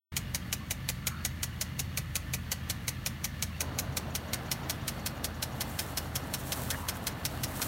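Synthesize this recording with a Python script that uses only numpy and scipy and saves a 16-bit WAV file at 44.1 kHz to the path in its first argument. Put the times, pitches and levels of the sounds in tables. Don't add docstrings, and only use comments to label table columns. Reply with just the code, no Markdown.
import sys
import numpy as np
from scipy import signal
from scipy.fft import rfft, irfft, next_fast_len
from scipy.io import wavfile
from scipy.ndimage import map_coordinates

SR = 44100
rng = np.random.default_rng(int(sys.argv[2]) if len(sys.argv) > 2 else 0)


def generate_wav(signal):
    frames = np.transpose(np.atleast_2d(signal))
    scaled = np.clip(frames, -1, 1) * 32767
    pcm = np.round(scaled).astype(np.int16)
    wavfile.write(sys.argv[1], SR, pcm)


N = 338247
TIME = np.arange(N) / SR


def amp(db):
    return 10 ** (np.asarray(db) / 20)


def unit(x):
    return x / np.sqrt(np.mean(x ** 2) + 1e-20)


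def along(points, hz):
    freqs, values = np.transpose(points)
    return np.interp(np.log(hz + 1), np.log(freqs + 1), values)


def wobble(rate):
    return map_coordinates(rng.standard_normal(int(N * rate / SR) + 4), [TIME * rate])


def filtered(x, response):
    size = next_fast_len(N + SR // 2)
    return irfft(rfft(x, size) * response(np.fft.rfftfreq(size, 1 / SR)), size)[:N]


def coloured(x, spectrum):
    return unit(filtered(x, lambda hz: amp(along(spectrum, hz))))


def noise(spectrum):
    return coloured(rng.standard_normal(N), spectrum)


def band(hz, half_width_hz):
    return unit(filtered(rng.standard_normal(N), lambda f: 1 / (1 + ((f - hz) / half_width_hz) ** 2)))


def droplets(rate, spread_db):
    impacts = (rng.random(N) < rate / SR) * rng.choice([-1, 1], N)
    return unit(impacts * amp(spread_db * np.clip(rng.standard_normal(N), -2, 2)))


def burst(t, hold, rise, fall):
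    return amp(-60 * (np.maximum(-t, 0) / rise + np.maximum(t - hold, 0) / fall))


# (time [s], turn [0-1])
MIC_TURN = [(0, 0.02), (3.0, 0.08), (3.7, 0.2), (4.4, 0.89), (7.67, 0.89)]

def mic_turn():
    return np.interp(TIME, *np.transpose(MIC_TURN))


# (frequency [Hz], level [dB])
PUMP_TONES = [(47, -73), (53.2, -52.5), (79.9, -45), (94, -52), (159.5, -55.5), (178.6, -52.5),
              (357.4, -69), (585, -70.5), (1170, -67)]
# (frequency [Hz], relative level [dB])
PUMP_RUMBLE = [(20, -40), (36, -22), (50, -5.5), (66, -9), (90, -4.5), (104, -3), (133, 4.5), (155, -8),
               (185, -9.5), (225, -4.5), (250, -14), (310, -14.5), (400, -33.5), (800, -52.5)]

def pump():
    tones = np.zeros(N)
    for hz, db in PUMP_TONES:
        level = amp(db + 1.4 * wobble(2.965)) * np.sqrt(2)
        tones += level * np.sin(2 * np.pi * hz * TIME + 0.0035 * hz * wobble(3))
    rumble = amp(-41.5 + 0.85 * wobble(5.9)) * noise(PUMP_RUMBLE)
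    off_axis = amp(0.15 - 1.2 * mic_turn())
    return off_axis * (tones + rumble)


# (frequency [Hz], relative level [dB])
FAR_WASH = [(250, -30), (450, -2), (900, -4), (1300, -1.5), (1550, -3.5), (1900, 0), (2350, -6), (2750, -5),
            (3600, -7.5), (4450, -13), (5100, -13.5), (6500, -25), (7900, -29), (15000, -21.5)]

def far_sprinklers():
    level = amp(-51 + 1.2 * wobble(1.95) + 0.65 * wobble(25))
    return level * coloured(droplets(rate=6000, spread_db=3.5), FAR_WASH)


def icicle_drips(count=700, centre_hz=2201, db=-52.5):
    t, out = np.arange(SR // 25) / SR, np.zeros(N + SR)
    starts = rng.integers(0, N, count)
    for start, (pitch, size, life) in zip(starts, np.clip(rng.standard_normal((count, 3)), -2, 2)):
        note = np.sin(2 * np.pi * centre_hz * np.exp(.35 * pitch) * t) * (1 - np.exp(-t / 0.00036))
        t60 = 0.038 * np.exp(0.82 * life)
        out[start:start + len(t)] += amp(db + 2.9 * size - 2 * pitch - 60 * t / t60) * note
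    return out[:N]


# (time [s], hold [s], rise and fall t60 [s], frequency [Hz], half width [Hz], level [dB])
RUSTLES_AND_KNOCK = [(1.11, 0.049, 0.4, 1360, 130, -46.5), (6.72, 0.034, .04, 1800, 260, -42),
                     (6.777, 0.1, 0.44, 1000, 240, -46.5)]

def rustles():
    return sum(amp(db) * burst(TIME - start, hold, fade, fade) * band(hz, half_width)
               for start, hold, fade, hz, half_width, db in RUSTLES_AND_KNOCK)


# (frequency [Hz], width [Hz], level [dB])
PIPE_RINGS = [(1752, 60, -61.5), (2050, 210, -65), (2873, 130, -66), (4420, 280, -65.5)]

def pipes():
    return sum(amp(db + 2.4 * wobble(8)) * band(hz, width / 2) for hz, width, db in PIPE_RINGS)


def neighbour(tick_at_s=4.105, period_s=.1772):
    t = (TIME - tick_at_s + period_s / 2) % period_s - period_s / 2
    ticks = burst(t, hold=0.01, rise=.03, fall=0.056) * (band(5800, 380) + band(6800, 300))
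    return amp(-61.5) * np.sqrt(mic_turn()) * ticks


# (frequency [Hz], relative level [dB])
HEAVY_PATTER = [(100, -17), (260, 7), (400, -2), (650, 2), (1000, -2), (1500, -4), (2200, -16.5),
                (4000, -17.5), (12000, -48)]
# (frequency [Hz], relative level [dB])
FINE_SIZZLE = [(1000, -8), (3000, -1), (6500, -3), (8000, 1), (10500, 2), (13000, 0.5), (16000, -0.5)]
# (peak time [s], level [dB], rise t60 [s], fall t60 [s])
SPRAY_DRIFTS = [(5.8, -45, 1.1, 0.87), (6.57, -41.5, 1.24, 1.8), (7.41, -50.5, .7, .7),
                (7.61, -39.5, 0.37, 1.4)]

def falling_water(patter_start_s=3.585, patter_rise_s=.025):
    drift = sum(amp(db) * burst(TIME - peak, hold=0.018, rise=rise, fall=fall)
                for peak, db, rise, fall in SPRAY_DRIFTS)
    onset = np.clip((TIME - patter_start_s) / patter_rise_s, 0, 1)
    heavy_gain = np.hypot(amp(-44.5) * onset, amp(-7) * drift)
    fine_gain = np.hypot(amp(-69 + 8.5 * mic_turn()), drift)
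    patter = amp(1.16 * wobble(18)) * coloured(droplets(rate=3500, spread_db=4), HEAVY_PATTER)
    spray = droplets(rate=11000, spread_db=6.5)
    specks = amp(-11) * droplets(rate=90, spread_db=10)
    sizzle = amp(2.7 * wobble(30)) * coloured(spray + specks, FINE_SIZZLE)
    return heavy_gain * patter + fine_gain * sizzle


# (time [s], frequency [Hz], level [dB], t60 [s])
CLOSE_DROPS = [(3.548, 2700, -42, .04), (6.746, 1710, -25, .013), (7.578, 900, -25, 0.0054),
               (7.599, 1300, -22, 0.0045), (7.603, 1150, -20.5, 0.0048)]

def close_drops():
    t, out = np.arange(SR // 10) / SR, np.zeros(N + SR)
    for start, hz, db, t60 in CLOSE_DROPS:
        note = np.sin(2 * np.pi * hz * t) * (1 - np.exp(-t / 0.00016))
        out[round(start * SR):][:len(t)] += amp(db - 60 * t / t60) * note
    return out[:N]


BLOW_COUNT = 42

def arm_beat(first_blow_s=.16642, swing_s=.180474, growth_s=.0000634):
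    swings = swing_s + growth_s * np.arange(BLOW_COUNT - 1)
    blow_times = first_blow_s + np.r_[0, np.cumsum(swings)]
    blow = np.searchsorted((blow_times[1:] + blow_times[:-1]) / 2, TIME)
    return TIME - blow_times[blow], blow


# (frequency [Hz], t60 [s])
TREE_DECAY = [(300, 0.37), (2500, 0.31), (6000, 0.2), (15000, .2)]

def tree_scatter(ticks, paths=6):
    hz, t, spectra = signal.stft(rng.standard_normal((paths, SR // 3)), SR, nperseg=256)
    decay = amp(-60 * t / along(TREE_DECAY, hz)[:, None])
    tails = signal.istft(spectra * decay, SR, nperseg=256)[1]
    _, blow = arm_beat()
    return sum(signal.fftconvolve(ticks * (blow % paths == k), tail / np.linalg.norm(tail))[:N]
               for k, tail in enumerate(tails))


def jet_aim(pass_at_s=2.56, half_pass_s=0.63):
    return np.exp(-((TIME - pass_at_s) / half_pass_s) ** 2)


def blow_level(blow, facing_db, turn_change_db, spread_db):
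    chance = np.clip(rng.standard_normal(BLOW_COUNT), -2, 2)[blow]
    return facing_db + 0.54 * jet_aim() + turn_change_db * mic_turn() + spread_db * chance


def turning_noise(table):
    hz, on_axis, off_axis = np.transpose(table)
    turn = mic_turn()
    return np.sqrt(1 - turn) * noise(np.c_[hz, on_axis]) + np.sqrt(turn) * noise(np.c_[hz, off_axis])


# (frequency [Hz], relative level on axis [dB], relative level off axis [dB])
WATER_COLOUR = [(316, -35, -14.5), (500, -6.5, -9.5), (1000.0, -12, -8), (1480, -9, -7), (2200, -6, -4.5),
                (3340, -6, -4.5), (5100, -3, -1), (5120, -2, 4), (6700, -1.5, -8), (7220, -6, -7),
                (9100, -4, -5), (11300, -4.5, -4.5), (14100, -8, -7), (15800, -9, -10)]

def water_hiss():
    return turning_noise(WATER_COLOUR)


def free_jet():
    t, _ = arm_beat()
    swell = burst(t + 0.0058, hold=.008, rise=0.11, fall=.02)
    return (amp(-64) + amp(-67) * swell) * water_hiss()


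def splash(t, splash_db):
    graze = amp(-16) * burst(t + 0.0068, hold=0.0004, rise=0.0023, fall=.005) * band(13500, 3000)
    entry = amp(-7.5) * burst(t + 0.001, hold=0.0016, rise=0.022, fall=.002)
    thinning = amp(1.68 - 133 * np.clip(t, 0, .02))
    sheet = thinning * burst(t - .0032, hold=0.0091, rise=0.011, fall=0.014)
    mist = amp(-8) * burst(t - .013, hold=.003, rise=.01, fall=0.054)
    hiss = water_hiss() + amp(-10) * jet_aim() * band(4480, 220)
    water = amp(wobble(700)) * np.sqrt(entry ** 2 + sheet ** 2 + mist ** 2) * hiss
    in_jet = burst(t + 0.0029, hold=0.02, rise=0.014, fall=0.025)
    slap = amp(-18 - 2.5 * mic_turn()) * in_jet * band(660, 400)
    return amp(splash_db) * (graze + water + slap)


# (frequency [Hz], t60 [s], relative level on axis [dB], relative level off axis [dB])
HEAD_MODES = [(693, 0.054, -32, -17), (1528, 0.072, -16.5, -10.5), (1944, 0.087, -12.5, -21),
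              (2100, 0.036, -7, -10), (2315, 0.026, 0, -12.5), (2526, 0.029, -4.5, -8.5),
              (2952, 0.023, -4.5, -14), (3246, 0.013, -13, 2.5), (3810, 0.027, -5.5, -25),
              (4174, 0.019, -15, -1.5)]

def head_ring(t, blow, attack_s=0.00066, spread_db=2.5):
    age, turn, ring = np.maximum(t, 0), mic_turn(), np.zeros(N)
    for k, (hz, t60, on_axis_db, off_axis_db) in enumerate(HEAD_MODES):
        size, detune = rng.standard_normal((BLOW_COUNT, 2))[blow].T
        db = on_axis_db + turn * (off_axis_db - on_axis_db) + spread_db * size - 60 * age / t60
        polarity = (-1) ** k
        ring += polarity * amp(db) * np.sin(2 * np.pi * hz * (1 + 0.0071 * detune) * age)
    return ring * (1 - np.exp(-age / attack_s))


# (frequency [Hz], relative level on axis [dB], relative level off axis [dB])
CRACK_COLOUR = [(400.0, -20.0, -20.0), (1500.0, -11.0, -14.0), (2500.0, -5.0, -9.0), (4200.0, -2.0, -1.0),
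                (5200.0, -3.0, -4.0), (6400.0, 0.0, -6.0), (7700.0, -7.0, -8.0), (9200.0, -6.0, -4.0),
                (11500.0, -6.0, -7.0), (15500.0, -13.0, -12.0)]

def sprinkler():
    t, blow = arm_beat()
    crack_db = blow_level(blow, facing_db=-25.5, turn_change_db=-1.5, spread_db=1.1)
    splash_db = blow_level(blow, facing_db=-31.5, turn_change_db=0.6, spread_db=0.34)
    water = splash(t, splash_db)
    strike = amp(crack_db + 1.5) * burst(t - .0002, hold=0.0007, rise=0.0011, fall=0.0096)
    bounce = amp(splash_db - 2) * burst(t - .0038, hold=0.00037, rise=0.00076, fall=0.0088)
    ring = amp(splash_db + 2) * head_ring(t - .0006, blow)
    return water + (strike + bounce) * turning_noise(CRACK_COLOUR) + ring


def scene():
    ticks = sprinkler()
    near = ticks + amp(-15) * tree_scatter(ticks) + free_jet()
    background = pipes() + neighbour() + pump() + far_sprinklers() + icicle_drips()
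    return (near + background + falling_water() + close_drops() + rustles())[None]


# (frequency [Hz], gain [dB])
MIC_PORT = [(4400, -0.5), (4950, -3), (5700, .5), (6700, 2), (7650, 0), (9200, 0), (10450, -2.5),
            (11200, 0.4), (13000, 0.5)]

def record(dry, start_s=.118, top_hz=15800):
    opened = np.clip((TIME - start_s) / .004, 0, 1)
    return filtered(dry[0] * opened, lambda hz: amp(along(MIC_PORT, hz)) * (hz < top_hz))[None]


dry = scene()
out = record(dry)
generate_wav(out)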